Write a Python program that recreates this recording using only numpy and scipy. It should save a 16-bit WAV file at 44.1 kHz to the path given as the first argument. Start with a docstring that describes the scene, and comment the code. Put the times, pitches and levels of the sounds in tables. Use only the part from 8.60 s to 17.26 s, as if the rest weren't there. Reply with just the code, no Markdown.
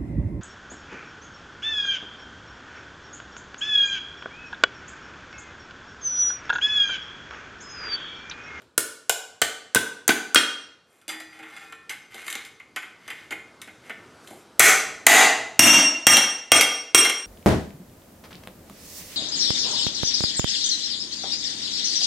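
"""Hammering a sheet-metal rail

In a garage, a hammer bends the end of a rail over a steel block: six light blows, a pause in which
the rail is lifted, turned and seated again with knocks and scrapes, then six hard blows.
Each blow ticks, slams the rail into a clang and pings the bent tab; the squarer ones ring the block.
The room answers over a low murmur, and a quick limiter flattens the hard hits."""
import sys
import numpy as np
from scipy import signal
from scipy.io import wavfile
from scipy.ndimage import uniform_filter1d

SR = 44100
rng = np.random.default_rng(int(sys.argv[2]) if len(sys.argv) > 2 else 0)


def unload_wav(signal):
    """Save mono or channel-first audio to the path in sys.argv[1] as 16-bit WAV at rate SR, clipped to [-1, 1]."""
    wavfile.write(
        sys.argv[1],
        SR,
        np.round(np.clip(np.atleast_2d(signal).T, -1, 1) * 32767).astype(np.int16),
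    )


N = 381906

# hammer blows: (time [s], tick [dB], slam delay [ms], slam [dB], extra bass [dB],
# brightness [dB/octave], ping [dB], block bend [dB], block twist [dB], spot along the block [0-1])
BLOWS = [(0.1782, -4.5, 0.085, -35.5, 5.5, -1, -15, -86, -80, 0.1),
         (0.4947, -7.5, 1.04, -26.5, 3.5, 4.5, -19, -86, -83, .3),
         (0.8166, -10.5, 1.05, -18, -1.5, -1.9, -24, -80, -78, .3),
         (1.1477, -5.5, 8.64, -24, 4, -1.3, -11, -80, -80, 0.2),
         (1.4788, -3.5, 11.06, -18, 0.5, -8, -13.5, -82, -80, .3),
         (1.7459, -5.5, 11.54, -14, -3.5, -3.5, -19, -15.5, -33, 0.09),
         (5.995, 14.5, 5.7, 1.5, -10, -1.4, -8.5, -80, -81, .3),
         (6.466, 1, 1.45, 10, -6.5, -0.36, 13.5, -14, -30, 0.14),
         (6.9923, -7, 0.939, 6.5, 3.5, 1.8, -22, 2.5, 4.5, 0.15),
         (7.468, -24, 0.27, -5, 2, 0.5, -32, -1, -8.5, 0.14),
         (7.918, -0.5, 0.34, -8, 2.5, -1.5, -15, -4.5, -13.5, 0.11),
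         (8.3463, -25, 0.57, -10, -4.2, 0.5, -32, -13.5, -15.5, 0.07)]
# slam bands, from boom through thud, hollow, clang, ring, clack and sizzle to fizz: (low [Hz], high [Hz])
SLAM_BANDS = [(50, 230), (230, 600), (600, 1100), (1100, 1700), (1700, 2700), (2700, 5600), (5600, 9000),
              (9000, 15000)]
# tone of the slam, a row per band: (rail flat [dB], rail turned over the edge [dB])
SLAM_EQ = [(-10, -10), (4.5, -3), (-3, -9), (-8, -1), (2.5, 1), (4.5, -5), (0.5, 1), (-7, 2)]
# rail resonances: (pitch [Hz], base width [Hz], flat on the block [dB], lifted [dB], turned [dB])
RAIL_MODES = [(317, 32, -10, 10.5, -7), (449.3, 16, 7.5, 10, 0.5), (803, 150, -3, 12.5, 4.5),
              (1055, 6.7, -19, 8.5, -24), (1370, 17, -10.5, 12, -31), (1467, 79, 12.5, -13.5, -13),
              (1512, 45, 12.5, -7.5, -5), (1794, 8.1, 2, 14, 4.5), (1930, 13, -16.5, 6, -4.5),
              (2108, 142, -6.5, 2.5, 6), (2205, 11, -10.5, -10, 4), (2480, 17, -0.5, 6, -8.5),
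              (2828, 160, 0.5, -13, -9), (3083, 310, 4, -5, -0.5), (3444, 140, -3.5, 7, 1.5),
              (3730, 76, 5.5, 3, 2.5), (4080, 55, -15, 1, 1.5), (4790, 27, -12.5, 9.5, 0),
              (5900, 80, -10.5, 4, -8), (6120, 63, -4, 10, 11.5), (7030, 47, -14, 5, 7.5),
              (7515, 140, 10.5, 6, -1), (8940, 120, -9.5, 7, 1.5), (11400, 180, -4, -26, -5)]
# steel block modes, each a close pair: (pitch [Hz], t60 [s], split [Hz])
BLOCK_MODES = [(1213, .3, 14), (2763, .36, 13), (3235, .22, 28), (5599, .33, 7), (6043, .5, 9),
               (8557, .16, 6), (9480, .3, 9), (11700, .3, 9)]
# strength of each block mode: (level [dB])
BLOCK_MODE_DB = [-8, 5.5, 7.5, 9.5, -7, 12, -16.5, -10.5]
# shape of each block mode; whole numbers twist, the others bend: (half waves along the block [count])
HALF_WAVES = np.array([1.5, 1, 2.5, 2, 3.5, 3, 4.5, 4])
# knocks as the loose rail is handled, the rail hitting block and floor, plus two low thumps near 5.7 s: (time
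# [s], ring [dB], sharpness [dB], weight [dB], ring decay [ms])
KNOCKS = [(0.0194, -41, -2.5, -12, 2.4), (2.4144, -50.5, -1, -24, 7.3), (2.48, -49, 24, 10, 5.7),
          (2.4887, -33, 2.5, -14.5, 38), (2.6006, -39.5, 3.5, -8, 15), (2.79, -39.5, -11, -11, 16),
          (2.8268, -39.5, -13, -22, 26), (2.9642, -38, -6, -26, 9.4), (3.1236, -20.5, -16, -24, 3.5),
          (3.2939, -30.5, 0.5, -18, 28), (3.544, -48.5, 14, 12.5, 6.2), (3.666, -40, 7, -3, 4.8),
          (3.68, -20, -3, -30, 3.9), (3.701, -44, 16.5, -12, 12), (3.7267, -40, 21, -12, 3.6),
          (3.753, -23.5, 2.5, -10, 3.5), (3.8494, -42.5, 3.5, -33, 17), (3.998, -36, -15.5, -29.5, 8.7),
          (4.1609, -17, -9.5, -18, 9.4), (4.2238, -36.5, -12, -22, 24), (4.4782, -30.5, -4.5, -10.5, 7.2),
          (4.5018, -24.5, -8, -22, 8.8), (4.7072, -28, -5, -9.5, 13.6), (4.722, -21, -12, -14, 5.1),
          (5.016, -34.5, 3.5, -31, 8.4), (5.0735, -37.5, -10, -8, 12), (5.2954, -24.5, -15.5, -12, 9.4),
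          (5.6735, -56, 14, 5, 14), (5.705, -57.5, 7, 23, 12.5), (7.5684, -15.5, 10, -3.5, 7.8),
          (7.6354, -13.5, -8, -21, 6.3), (8.0095, -14.5, 8.5, -10.5, 10.3), (8.448, -18.5, 2, -8, 16.6),
          (8.496, -15.5, -1.5, -13, 6.8)]
# the rail drags over block and concrete: (start [s], length [s], rub [dB], hiss [dB])
SCRAPES = [(2.254, 0.2, -71.5, -67.5), (2.666, 0.17, -53.5, -65), (2.815, 0.34, -50.5, -60),
           (3.488, 0.21, -45.5, -53), (3.637, 0.12, -55, -47), (3.692, 0.15, -43, -71),
           (4.364, 0.36, -52, -63.5), (5.219, 0.11, -52.5, -60), (5.595, .27, -65.5, -57)]
# garage reverb time: (frequency [Hz], t60 [s])
GARAGE_T60 = [(100, 0.3), (300, 0.67), (800, 0.63), (2000, 0.57), (5000, 0.6), (9000, 0.45), (14000, 0.33)]
# early reflections off the floor and near walls: (delay [ms], level [dB])
ECHOES = [(9, -15.5), (15, -15.5), (21, -26.5), (27, -16)]
# colour of the room tone: (frequency [Hz], relative level [dB])
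ROOM_TONE_EQ = [(25, -30.5), (60, 4), (120, -3), (350, 0), (800, -8), (1400, -6.5), (2200, -16),
                (4000, -17), (8000, -23), (12000, -31), (15500, -43)]
# fader ride of the room tone, swelling in the pause: (time [s], level [dB])
ROOM_TONE_RIDE = [(0, -55.5), (.15, -65), (1.099, -62), (2.3, -64), (3.299, -58), (4.1, -58), (5.2, -53),
                  (5.6, -49.5), (5.95, -53), (6.1, -49), (8.66, -65)]

LIFTED_S, TURNED_S = 2.25, 3.25  # the rail changes pose
RATTLE_FLAT_MS, RATTLE_TURNED_MS, RATTLE_PER_DELAY = 4.65, 8.83, 0.35  # a later slam rattles longer
PING_FLAT_HZ, PING_TURNED_HZ = 1520, 780
PING_BASE_MS, PING_PER_DELAY = 6, 1.75  # a later slam lets the ping swell longer


def hammer_blows():
    """A bright tick of the hammer face jolts the pinned rail, which slams and clangs as its tab pings."""
    times, tick_db, delay_ms, slam_db, bass_db, bright_db, ping_db, *_ = np.transpose(BLOWS)
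    turned = times > TURNED_S
    slam_times = times + delay_ms / 1000
    rattle_ms = np.where(turned, RATTLE_TURNED_MS, RATTLE_FLAT_MS) + RATTLE_PER_DELAY * delay_ms
    noise = rng.standard_normal((len(SLAM_BANDS) + 1, N))
    face = bursts(times, tick_db, decay_ms=np.full(len(times), 2.8), rise_ms=.15) * noise[-1]
    body, edge, top = (band(face, *hz) for hz in ((2500, 6500), (6500, 10500), (10500, 15500)))
    tick = gain_of(-10) * body + gain_of(-1.5) * edge + gain_of(-5.5) * top
    shake = gain_of(-12.5) * band(face, 1000, 3000) + gain_of(-20.5) * band(face, 240, 700)
    for (flat_db, turned_db), rattle, (lo_hz, hi_hz) in zip(SLAM_EQ, noise, SLAM_BANDS):
        stretch = min(lo_hz / 1100, 1)  # the bass is one short push, the upper bands rattle on
        colour_db = bass_db if stretch < 1 else bright_db * np.log2(lo_hz / 1700)
        band_db = slam_db + np.where(turned, turned_db, flat_db) + colour_db
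        envelope = bursts(slam_times, band_db, stretch * rattle_ms, rise_ms=0.84 * stretch)
        shake += band(envelope * rattle, lo_hz, hi_hz) / np.sqrt(stretch)
    pings = np.zeros(N)
    ping_hz = np.where(turned, PING_TURNED_HZ, PING_FLAT_HZ)
    for start, late_ms, db, hz in zip(slam_times, delay_ms, ping_db, ping_hz):
        tone = tab_ping(hz, PING_BASE_MS + PING_PER_DELAY * late_ms)
        at = round(start * SR)
        pings[at:at + len(tone)] += gain_of(db) * tone
    return tick + pings + rail_clang(shake, damping=(1.3, 1.1, 2.4))


def rail_clang(shake, damping):
    """Shaking passes dry and through the rail's modes, widened by damping: (flat, lifted, turned)."""
    out, t = gain_of(-3.5) * shake, np.arange(SR // 3) / SR
    hz, width, *pose_db = np.transpose(RAIL_MODES)[:, :, None]
    pose = np.digitize(np.arange(N) / SR, [LIFTED_S, TURNED_S])
    for k, (db, widening) in enumerate(zip(pose_db, damping)):
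        decay = np.pi * width * widening  # per second
        strength = gain_of(db) / np.sqrt(widening) * 2 * decay / SR
        modes = strength * np.exp(-decay * t) * np.cos(2 * np.pi * hz * t)
        out += signal.fftconvolve(shake * (pose == k), modes.sum(0))[:N]
    return out


def tab_ping(hz, length_ms):
    """The bent tab sings one clean tone that swells slowly and is stopped quickly."""
    t = np.arange(int(length_ms * SR / 1000)) / SR
    swell = np.sin(np.pi * (1000 * t / length_ms) ** 2.6)
    return swell * np.sin(2 * np.pi * hz * t)


def block_ring():
    """The steel block rings in beating pairs of tones that flutter as it rocks on the concrete."""
    out, t = np.zeros(N + SR), np.arange(SR) / SR
    bends = HALF_WAVES % 1 > 0
    rocking = rng.standard_normal((len(BLOWS), len(BLOCK_MODES), 2, 45))
    for (start, _, delay_ms, *_, bend_db, twist_db, spot), wobbles in zip(BLOWS, rocking):
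        if max(bend_db, twist_db) < -60:  # a glancing blow leaves the block silent
            continue
        at = round((start + delay_ms / 1000) * SR)
        along = np.pi * HALF_WAVES * spot
        bending = np.cos(along + np.pi / 4) + np.exp(-along) / np.sqrt(2)  # a bar with free ends
        coupling = abs(np.where(bends, bending, np.cos(along))) + 0.23  # weak when struck near a node
        strengths = coupling * gain_of(np.where(bends, bend_db, twist_db) + BLOCK_MODE_DB)
        for (hz, t60, split_hz), strength, wobble in zip(BLOCK_MODES, strengths, wobbles):
            sway, slip = (np.interp(t, np.linspace(0, 1, len(w)), w) for w in wobble)
            phase = 2 * np.pi * hz * t + 0.7 * slip
            pair = np.sin(phase) + 0.21 * np.sin(phase + 2 * np.pi * split_hz * t)
            out[at:at + SR] += strength * gain_of(1.3 * sway - 60 * t / t60) * pair
    return out[:N]


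def rail_handling():
    """Knocks and scrapes shake the loose rail, which rings longer than when it is pinned."""
    times, ring_db, sharp_db, weight_db, decay_ms = np.transpose(KNOCKS)
    clack_db = ring_db + sharp_db
    noise = rng.standard_normal((4, N))
    rub, hiss = scrapes()
    thud = bursts(times, ring_db + weight_db, 1.17 * decay_ms, rise_ms=4) + gain_of(-15) * rub
    ring = bursts(times, ring_db, decay_ms, rise_ms=5.3) + rub
    clack = bursts(times, clack_db, 0.25 * decay_ms, rise_ms=0.33) + gain_of(-8) * rub
    top = bursts(times, clack_db - 5.5, 0.76 * decay_ms, rise_ms=0.26) + hiss
    shake = (band(thud * noise[0], 208, 730) + band(ring * noise[1], 1160, 2650)
             + band(clack * noise[2], 1550, 5760) + band(top * noise[3], 6900, 12800))
    return rail_clang(shake, damping=(.9, .25, .45))


def scrapes(grains_per_s=3000):
    """Rub and hiss envelopes of the rail dragging over grit, each stroke swelling and fading."""
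    t = np.arange(N) / SR
    grain_db = 1.35 * np.minimum(rng.exponential(1, N), 5)
    grains = gain_of(grain_db) * (rng.random(N) < grains_per_s / SR)
    grit = uniform_filter1d(grains, 30)
    grit /= np.sqrt(np.mean(grit ** 2))
    rub, hiss = np.zeros((2, N))
    for start, length, rub_db, hiss_db in SCRAPES:
        stroke = np.sin(np.pi * np.clip((t - start) / length, 0, 1)) ** 1.2 * grit
        rub += gain_of(rub_db) * stroke
        hiss += gain_of(hiss_db) * stroke
    return rub, hiss


def garage_reverb(x, tail_db):
    """Early reflections, then two unlike tails of sparse echoes whose bands die at their own speed."""
    taps = np.zeros((2, SR))
    at = np.arange(200, SR - 20, 20) + rng.integers(0, 20, (2, (SR - 201) // 20))
    np.put_along_axis(taps, at, rng.choice([-1., 1.], at.shape), 1)
    hz, t, spectrum = signal.stft(taps, SR, nperseg=256)
    fade = gain_of(-60 * t / curve_at(GARAGE_T60, hz)[:, None])
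    tail = signal.istft(spectrum * fade, SR, nperseg=256)[1][:, :SR]
    tail *= 1 - np.exp(-np.arange(SR) / SR / 0.0028)  # soft onset
    tail *= gain_of(tail_db) / np.linalg.norm(tail[0])
    for ms, db in ECHOES:
        tail[:, round(ms * SR / 1000)] += gain_of(db)
    return signal.fftconvolve(x[None], tail, axes=1)[:, :N]


def room_tone(drift_db=1.5):
    """Low murmur of the garage: two noise streams that share a gently drifting colour."""
    frames, hz = N // 256 + 5, np.fft.rfftfreq(1024, 1 / SR)
    draws = rng.standard_normal((frames, 513, 5)).T
    white = draws[0:4:2] + 1j * draws[1:4:2]
    drift = uniform_filter1d(uniform_filter1d(draws[4], 10, 0), 14, 1)  # smooth in frequency and time
    colour = gain_of(curve_at(ROOM_TONE_EQ, hz)[:, None] + drift_db * drift / drift.std())
    murmur = signal.istft(white * colour, nperseg=1024, noverlap=768)[1][:, :N]
    ride_db = np.interp(np.arange(N) / SR, *np.transpose(ROOM_TONE_RIDE))
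    return murmur / murmur.std() * gain_of(ride_db)


def bursts(times, levels_db, decay_ms, rise_ms):
    """Envelope of contacts: a quick attack, then an exponential decay."""
    out, t_ms = np.zeros(N + SR), 1000 * np.arange(SR // 8) / SR
    attack = 1 - np.exp(-t_ms / rise_ms)
    for start, db, fall_ms in zip(times, levels_db, decay_ms):
        at = round(start * SR)
        out[at:at + len(t_ms)] += gain_of(db) * attack * np.exp(-t_ms / max(fall_ms, .3))
    return out[:N]


def band(x, lo_hz, hi_hz):
    """Band-pass that keeps the rms of white noise."""
    sos = signal.butter(3, [lo_hz, hi_hz], "bandpass", fs=SR, output="sos")
    return signal.sosfilt(sos, x) / np.sqrt(2 * (hi_hz - lo_hz) / SR)


def curve_at(points, hz):
    """Read (frequency [Hz], value) points on a logarithmic frequency axis."""
    freqs, values = np.transpose(points)
    return np.interp(np.log(hz + 1), np.log(freqs + 1), values)


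def gain_of(db):
    """Decibels to amplitude."""
    return 10 ** (np.asarray(db) / 20)


def scene():
    """Near-mono mix: the metal sits in the centre, the room adds a little width, mostly in the treble."""
    metal = hammer_blows() + block_ring() + rail_handling()
    room_mid, room_side = garage_reverb(metal, tail_db=-6.5) + room_tone()
    side_treble = signal.lfilter(*signal.butter(2, 1800, "highpass", fs=SR), room_side)
    side = gain_of(-19) * side_treble + gain_of(-29) * room_side
    return metal + room_mid + side * np.array([[1], [-1]])


def record(dry, threshold_db=-11, detector_s=0.0058, release_db_per_s=1400, top_hz=16000):
    """Bass cut, a quick limiter whose first peaks slip past and clip, then a steep high cut."""
    thin = signal.sosfilt(signal.butter(2, 90, "highpass", fs=SR, output="sos"), dry)
    dulled = signal.lfilter(*signal.butter(1, 13000, fs=SR), thin)  # the capsule softens the top
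    pole = np.exp(-1 / (detector_s * SR))
    power_db = 10 * np.log10(signal.lfilter([1 - pole], [1, -pole], (dulled ** 2).mean(0)) + 1e-12)
    release_db = np.arange(N) * release_db_per_s / SR
    held_db = np.maximum.accumulate(power_db + release_db) - release_db
    reduction_db = np.maximum(held_db - threshold_db, 0)
    limited = np.clip(dulled / gain_of(reduction_db), -.97, .97)
    high_cut = signal.firwin(511, top_hz, window=("kaiser", 9), fs=SR)
    return np.clip(signal.oaconvolve(limited, high_cut[None], "same"), -1, 1)


dry = scene()
out = record(dry)
unload_wav(out)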